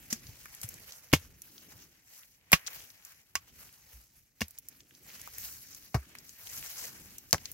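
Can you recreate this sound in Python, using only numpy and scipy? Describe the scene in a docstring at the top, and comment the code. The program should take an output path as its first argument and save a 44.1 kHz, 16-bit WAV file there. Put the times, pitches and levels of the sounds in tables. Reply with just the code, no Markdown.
"""Outdoors, on hard dry ground close to a pair of microphone ports, a hoe chops and drags loose soil back.
Each blow is a few bursts of random grains that excite blade resonances and bands of grit and clod knock, over
low decaying sines from the ground; one faint burst is a soft hiss of soil. Between blows, sparse random
impulses in bands make pouring grit, short grain bursts make the ticks of pebbles, clods or light touches of
the blade, and low noise swells with steps and movement."""
import sys
import numpy as np
from scipy import signal
from scipy.fft import rfft, irfft
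from scipy.io import wavfile

SR = 44100
rng = np.random.default_rng(int(sys.argv[2]) if len(sys.argv) > 2 else 0)


def materialize(psi):
    """Save the field psi as 16-bit PCM at rate SR to the path in sys.argv[1].

    A 1-D psi becomes a single channel; in a 2-D psi each row is a channel.
    """
    bounded = np.clip(np.atleast_2d(psi).T, -1, 1)
    quanta = np.round(bounded * 32767).astype(np.int16)
    wavfile.write(sys.argv[1], SR, quanta)


N = 332073  # length [samples]

# A step or shift of grip shakes the ground and the hands:
# (time [s], hold [s], deep thumping level [dB], shuffling level [dB])
STEPS = [(0.0, 0.13, -63, -62.5), (0.29, 0.0063, -53.5, -70.5), (0.72, 0.025, -59.5, -64),
         (1.29, 0.014, -59, -69), (1.52, 0.15, -89, -67.5), (1.76, 0.02, -65.5, -64),
         (2.78, 0.012, -63, -71), (3.58, 0.037, -63, -72.5), (3.97, 0.027, -68, -81.5),
         (4.75, 0.4, -76.5, -70), (5.1, 0.12, -69.5, -73.5), (5.44, 0.022, -58, -70),
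         (5.75, 0.032, -66.5, -67.5), (6.08, 0.12, -69, -66), (6.57, 0.012, -59, -71),
         (6.9, 0.18, -62, -63), (7.4, 0.06, -60, -66)]
STEP_RISE_DB_PER_S, STEP_FALL_DB_PER_S = 67, 70.5
# Rumble between steps: (thumping level [dB], shuffling level [dB])
STEP_REST_DB = (-75.5, -82.5)

# A load of loose soil slides or is dragged:
# (time of full flow [s], hold [s], fine grit level [dB], crumb level [dB])
SOIL_SLIDES = [(0.0, 0.19, -56.5, -64), (0.28, 0.21, -52.5, -61.5), (0.6, 0.35, -51.5, -60),
               (1.18, 0.019, -54.5, -61.5), (1.45, 0.12, -57, -70), (1.72, 0.078, -55.5, -63.5),
               (2.14, 0.021, -52.5, -65), (2.58, 0.11, -57.5, -57.5), (2.75, 0.011, -46.5, -54),
               (3.06, 0.017, -54, -63), (3.38, 0.066, -62.5, -68), (3.6, 0.081, -53, -63),
               (3.93, 0.0085, -54, -66.5), (4.15, 0.015, -63, -76.5), (4.46, 0.5, -62.5, -72.5),
               (5.09, 0.19, -50, -59), (5.44, 0.0095, -42, -57), (5.73, 0.007, -48, -61),
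               (6.0, 0.21, -59, -64), (6.28, 0.013, -56, -73.5), (6.5, 0.2, -42, -54.5),
               (6.82, 0.021, -41.5, -52), (7.1, 0.051, -53.5, -63), (7.37, 0.21, -55.5, -64)]
SOIL_RISE_DB_PER_S, SOIL_FALL_DB_PER_S = 112.5, 69
# Soil that trickles on: (fine grit level [dB], crumb level [dB])
SOIL_REST_DB = (-84.5, -88.5)
# Where the soil runs: (time [s], lag of the left port [ms])
SOIL_LAG = [(0.3, -0.049), (0.6, -0.1), (0.9, 0.15), (1.2, -0.034), (3.0, -0.14), (4.5, 0.05), (6.0, -0.1),
            (6.9, -0.12), (7.2, -0.077)]

# A short tick: a pebble, a clod or a light touch of the blade:
# (time [s], relative level [dB], band frequency [Hz])
TICKS = [(0.269, -35.5, 5770), (0.457, -27.5, 1660), (0.483, -40, 1960), (0.549, -36, 9800),
         (0.615, -30, 9100), (0.689, -29, 11400), (0.741, -36, 8900), (0.922, -33.5, 5900),
         (1.118, -38, 2978), (1.453, -48, 2800), (1.419, -33, 9150), (1.58, -36.5, 4210),
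         (2.233, -41, 2910), (2.665, -27, 5000), (2.67, -23.5, 6230), (2.675, -23, 5950),
         (2.680, -25.5, 2500), (2.902, -39, 5140), (3.05, -34.5, 9230), (4.482, -37, 13100),
         (4.508, -39.5, 11840), (4.578, -39, 4970), (4.586, -30.5, 12400), (4.686, -30.5, 10500),
         (4.805, -41, 4670), (4.909, -45, 2470), (4.95, -44.5, 5000), (5.215, -33, 8550),
         (5.275, -26, 1100), (5.383, -28.5, 12160), (5.748, -34, 8700), (6.152, -29, 2600),
         (6.186, -35.5, 7280), (6.293, -36.5, 7700), (6.471, -34, 3420), (6.662, -35, 6030),
         (6.854, -34, 6140), (7.183, -31, 9040), (7.309, -32.5, 7700), (7.381, -31, 2800),
         (7.456, -25, 5560), (7.516, -28.5, 13300)]

# The ground and handle take a blow or a knock:
# (time [s], relative level [dB], starting frequency [Hz], decay by 60 dB [s])
THUDS = [(0.126, -27.5, 227, 0.061), (0.289, -37, 101, 0.062), (0.641, -33, 111, 0.081),
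         (1.1312, -9.5, 143.4, 0.061), (1.136, -8.5, 309, 0.013), (1.144, -23.5, 89, 0.12),
         (1.755, -46, 112.7, 0.046), (2.534, -14.5, 165, 0.043), (3.357, -44, 88, 0.085),
         (3.933, -41, 61.5, 0.23), (4.414, -23.5, 213, 0.051), (4.419, -32, 79.7, 0.1),
         (5.9481, -13, 121, 0.055), (5.961, -22.5, 70.5, 0.13), (7.332, -20, 164, 0.053),
         (7.34, -23, 88, 0.047)]

# The blade meets crust or stone, or a surge of soil hisses softly; levels relative within each column:
# (time [s], blade level [dB], clod knock level [dB], grit level [dB], grit frequency [Hz],
#  crunch decay by 60 dB [s], lag of the left port [ms])
CRUNCHES = [(0.102, -58, -53, -34, 6000, 0.2, 0.076), (0.127, -45, -34.5, -20, 6800, 0.03, -0.03),
            (0.631, -59, -48, -32.5, 9200, 0.088, -0.09), (1.1286, -29.5, -49, -19, 3880, 0.1, 0.069),
            (1.1358, -4.5, -5, -18, 5890, 0.011, 0.0018), (2.518, -32.5, -27, -17.5, 12300, 0.022, 0.074),
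            (2.529, -15, -41.5, -11.5, 4840, 0.0073, 0.046), (2.5311, 0.5, -42, -19, 8940, 0.021, 0.078),
            (2.534, -8.5, -35, -22, 4470, 0.015, 0.075), (3.354, -19, -57, -19, 6000, 0.018, 0.044),
            (4.407, -36, -41.5, -28.5, 4512, 0.075, -0.011), (4.4173, -19.5, -24, -27, 5340, 0.013, -0.021),
            (5.944, -32.5, -20, -31.5, 4680, 0.085, -0.037), (5.949, -51, -22.5, -45, 11730, 0.049, -0.25),
            (6.779, -55, -75, -37, 6920, 0.18, -0.16), (7.329, -27, -23.5, -5.5, 5640, 0.0063, -0.03),
            (7.333, -38, -15.5, -40, 7300, 0.031, -0.066), (7.345, -39, -14.5, -30.5, 6300, 0.011, -0.11)]
# Resonances of the blade: (frequency [Hz], relative level [dB], decay by 60 dB when free [s])
BLADE_MODES = [(1124, -5, 0.07), (1840, -8, 0.02), (2210, 2, 0.028), (2472, -3, 0.028), (2800, 1, 0.045),
               (3500, -10, 0.025)]
# Clods that knock loudly hold the blade and change its decay; it is free this far above the knock
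BURIED_T60_S, FREE_ABOVE_KNOCK_DB = 0.022, 25

# Resonances and dips of the microphone: (frequency [Hz], width [Hz], gain [dB])
MICROPHONE = [(3840, 1900, -4.5), (6060, 1800, 3), (8990, 3500, -7), (11800, 1200, 3.5)]
PORT_SIDE = np.array([[.5], [-.5]])  # left, right: half of any difference goes to each
SHADOW_DB_PER_MS = -16  # the port that hears a sound first hears it louder
LOW_LEAN_DB = 3  # knocks and the higher thuds are louder at the left port
STOP_HZ = 16150  # from here up the treble is at least 60 dB down


def from_db(db):
    """Decibel law: amplitude gain of a level."""
    return 10 ** (np.asarray(db) / 20)


def rms_one(x):
    """Normalization of mean power: scales to rms 1."""
    return x / np.sqrt(np.mean(x ** 2) + 1e-20)


def in_time(rows):
    """Linear interpolation: columns of a table at every sample."""
    times, *columns = np.transpose(rows)
    return [np.interp(np.arange(N) / SR, times, column) for column in columns]


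def band(x, low_hz, high_hz, order=2):
    """Band-pass filtering with a Butterworth response."""
    edges = [low_hz, min(high_hz, .45 * SR)]
    return signal.sosfilt(signal.butter(order, edges, "band", fs=SR, output="sos"), x)


def drift(rate_hz):
    """Low-passed noise: a slow random course with rms 1."""
    step = 40  # samples between computed points
    pole = np.exp(-2 * np.pi * rate_hz * step / SR)
    noise = rng.standard_normal(N // step + 2002)
    slow = signal.lfilter([1], [1, -2 * pole, pole * pole], noise)[2000:]
    return np.interp(np.arange(N) / step, np.arange(len(slow)), rms_one(slow))


def ring(x, hz, t60):
    """Damped resonance: a unit click sets a decaying sine of starting height 1 ringing."""
    radius = from_db(-60 / (t60 * SR))
    w = 2 * np.pi * hz / SR
    return signal.lfilter([0, np.sin(w)], [1, -2 * radius * np.cos(w), radius * radius], x)


def uneven(shape, spread_db):
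    """Exponential statistics of grain strength in decibels, with random polarity."""
    strength = from_db(spread_db * np.minimum(rng.exponential(1, shape), 5))
    return strength * rng.choice([-1, 1], shape)


def swells(rows, rise_db_per_s, fall_db_per_s, rest_db):
    """Addition of powers: levels in dB of events that rise, hold and fall over a resting level."""
    t = np.arange(0, N + 64, 64) / SR
    power = from_db(2 * np.array(rest_db))[:, None]
    for start, hold_s, *peak_db in rows:
        before = np.maximum(start - t, 0)
        past = np.maximum(t - start - hold_s, 0)
        loss_db = rise_db_per_s * before + fall_db_per_s * past
        power = power + from_db(2 * (np.array(peak_db)[:, None] - loss_db))
    return [np.interp(np.arange(N) / SR, t, 10 * np.log10(p)) for p in power]


def add_at_ports(out, start, sound, lag_ms):
    """Localization by time and level difference: the left port is delayed and shaded against the right."""
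    size = sound.shape[1]
    hz = np.fft.rfftfreq(size, 1 / SR)
    side_ms = PORT_SIDE * lag_ms
    # 0.5 ms of common delay leaves room for a lead; the early start makes up for it
    delay = np.exp(-2j * np.pi * hz * (side_ms + .5) / 1000)
    at = round((start - .0005) * SR)
    placed = from_db(SHADOW_DB_PER_MS * side_ms) * irfft(rfft(sound) * delay, size)
    out[:, at:at + size] += placed[:, :N - at]


def crunch(size, t60, unlike, tail_db, tail_t60, snap):
    """Granular fracture: a burst of breaking grains and its crumbling, partly unlike at the two ports."""
    t = np.arange(size) / SR
    shared, left, right = uneven((3, size), spread_db=3.5)
    grains = (np.sqrt(1 - unlike) * shared + np.sqrt(unlike) * np.array([left, right])) / 2
    rise = 1 - np.exp(-t / (0.053 * t60 ** 2))  # a long scuff sets in softly, a short blow snaps
    burst = grains * rise * from_db(-60 * t / t60)
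    burst[:, 0] = min(snap, 0.0006 / t60 ** 2)
    crumbling = grains * rise * from_db(tail_db - 60 * t / tail_t60)
    return burst, crumbling * np.hanning(2 * size)[size:]


def rumble():
    """Structure-borne noise: lumpy lows through ground and hands, nearly alike left and right."""
    deep_db, shuffle_db = swells(STEPS, STEP_RISE_DB_PER_S, STEP_FALL_DB_PER_S, STEP_REST_DB)
    mid, side = rng.standard_normal((2, 2, N))
    opposite = np.array([[1], [-1]])
    deep = band(mid[0] + from_db(-10.0) * side[0] * opposite, 15, 120)
    shuffle = band(mid[1] + from_db(-11.5) * side[1] * opposite, 120, 340)
    deep = from_db(deep_db + 2.0 * drift(17.0)) * rms_one(deep)
    return deep + from_db(shuffle_db + 2.0 * drift(33)) * rms_one(shuffle)


def pouring(low_hz, high_hz, per_s, spread_db, scatter_ms, diffuse, patchy_db=1.75, count=5):
    """Shot noise: random grain impulses around where the soil runs, in bands that waver separately."""
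    out, lag_ms = np.zeros((2, N)), in_time(SOIL_LAG)[0]
    edges_hz = np.geomspace(low_hz, high_hz, count + 1)
    for low, high in zip(edges_hz, edges_hz[1:]):
        lag = lag_ms + scatter_ms * rng.standard_normal(N)
        sizes = uneven(N, spread_db)
        falls = rng.random(N) < per_s / count / SR
        impulses = np.sqrt(1 - diffuse) * rms_one(sizes * falls)
        # a share of the power is noise independent at the two ports
        grains = np.sqrt(diffuse) * rng.standard_normal((2, N))
        late = np.clip(np.arange(N) + np.round(lag * SR / 1000).astype(int), 0, N - 1)
        grains[0] += np.bincount(late, impulses * from_db(SHADOW_DB_PER_MS * lag / 2), N)
        grains[1] += impulses * from_db(-SHADOW_DB_PER_MS * lag / 2)
        out += band(grains, low, high) * from_db(patchy_db * drift(10))
    return rms_one(out)


def soil():
    """Granular flow: fine grit, crumbs and stray stones follow the slides of soil."""
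    grit_db, crumbs_db = swells(SOIL_SLIDES, SOIL_RISE_DB_PER_S, SOIL_FALL_DB_PER_S, SOIL_REST_DB)
    clumps_db = 1.6 * drift(23) + 1.0 * drift(61)  # soil slides off in clumps
    grit = pouring(3800, 17500, per_s=6600, spread_db=-1.0, scatter_ms=0.048, diffuse=0.089)
    crumbs = pouring(410, 4200, per_s=2500, spread_db=0.0, scatter_ms=0.042, diffuse=0.7, patchy_db=2.5)
    crumbs = crumbs + from_db(-3.5) * band(crumbs, 1400, 3500)  # most crumbs are of a middle size
    # single stones roll free
    strays = pouring(2000, 7300, per_s=150, spread_db=3.5, scatter_ms=.08, diffuse=0, count=2)
    flow = from_db(grit_db + clumps_db) * grit + from_db(crumbs_db + clumps_db) * crumbs
    return flow + from_db(grit_db - 14.0) * strays


def ticks():
    """Light impact: each pebble, clod or touch of the blade is a tiny crunch in a band of its own."""
    out, lag_ms = np.zeros((2, N)), in_time(SOIL_LAG)[0]
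    for start, db, hz in TICKS:
        tick, crumbling = crunch(size=1024, t60=0.012, unlike=1.0, tail_db=-11, tail_t60=0.11, snap=2.5)
        body = band(tick + crumbling, hz / 1.61, hz * 1.4)
        click = 0.38 * band(tick, hz / 3, 15000, order=1)
        add_at_ports(out, start, from_db(db) * (body + click), lag_ms[round(start * SR)])
    return out


def thuds():
    """Damped oscillation: a soft push rings the ground, unsteadily as the soil gives way."""
    out, t = np.zeros((2, N + SR)), np.arange(SR // 2) / SR
    unsteady = from_db(1.2 * drift(45))
    for start, db, hz, t60 in THUDS:
        rise = 1 - np.exp(-t / (0.28 * t60 ** 2))  # a long-lasting shudder swells in
        # the pitch sinks for 0.1 s as the soil loosens, then stays about 5 % below its start
        cycles = hz * t * (1 - 0.54 * np.minimum(t, .1))
        # the longest waves reach both ports alike
        lean_db = LOW_LEAN_DB * np.clip(np.log2(hz / 130), 0, 1) * PORT_SIDE
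        decay = from_db(db + lean_db - 60 * t / t60)
        at = round(start * SR)
        out[:, at:at + len(t)] += decay * rise * np.sin(2 * np.pi * cycles)
    return out[:, :N] * unsteady


def blade_sound(burst, crumbling, blade_db, knock_db):
    """Modal excitation: the crunch sets the blade ringing, damped by the soil that holds it."""
    strengths_db = rng.normal(0, 2, len(BLADE_MODES))  # each crunch excites the modes differently
    push = 0.7 * burst
    # the first shock of the edge carries most of the push
    push[:, 0] = np.sqrt(np.mean(np.sum(burst ** 2, axis=1)))
    free = np.clip((blade_db - knock_db) / FREE_ABOVE_KNOCK_DB, 0, 1) ** 2
    blade = np.zeros_like(burst)
    for (hz, db, free_t60), strength_db in zip(BLADE_MODES, strengths_db):
        t60 = BURIED_T60_S + free * (free_t60 - BURIED_T60_S)
        blade += from_db(db - 27 + strength_db) * ring(push, hz, t60)
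    crack = from_db(-5.0) * band(burst, 1300, 3200, order=1)  # the damped edge also cracks broadly
    crust = from_db(9.0) * band(crumbling, 1800, 4500, order=1)  # the broken crust crumbles
    return blade + crack + crust


def crunches():
    """Impact and fracture: blade contacts and a soft surge of soil, heard as blade, clod knock and grit."""
    out = np.zeros((2, N))
    for start, blade_db, knock_db, grit_db, grit_hz, t60, lag_ms in CRUNCHES:
        burst, crumbling = crunch(size=8192, t60=t60, unlike=0.54, tail_db=-16.5, tail_t60=0.09, snap=6.0)
        force = burst + crumbling
        blade = blade_sound(burst, crumbling, blade_db, knock_db)
        grit = band(force, grit_hz / 1.43, grit_hz * 1.255) + band(force, 1900, 12000, order=1)
        knock = band(force.mean(axis=0) + 0.043 * force, 120, 1400)  # nearly alike at both ports
        knock = knock * from_db(5.0 + LOW_LEAN_DB * PORT_SIDE)
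        sound = from_db(blade_db) * blade + from_db(knock_db) * knock + from_db(grit_db + 0.5) * grit
        add_at_ports(out, start, sound, lag_ms)
    return out


def scene():
    """Superposition: pouring soil, crunches, thuds, ticks and rumble add linearly."""
    return soil() + crunches() + thuds() + ticks() + rumble()


def record(dry):
    """Linear filtering and saturation: treble coloured, deep bass lost, peaks rounded, top cut."""
    for hz, width_hz, db in MICROPHONE:
        w, gain = 2 * np.pi * hz / SR, from_db(db / 2)
        a = np.sin(w) * width_hz / hz / 2
        numerator = [1 + a * gain, -2 * np.cos(w), 1 - a * gain]
        denominator = [1 + a / gain, -2 * np.cos(w), 1 - a / gain]
        dry = signal.lfilter(numerator, denominator, dry)
    # small ports lose the deepest bass
    dry = signal.sosfilt(signal.butter(3, 44, "high", fs=SR, output="sos"), dry)
    steep = signal.cheby2(24, 60, STOP_HZ, fs=SR, output="sos")
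    return signal.sosfilt(steep, 1.173 * np.tanh(dry / 1.23))


dry = scene()
out = record(dry)
materialize(out)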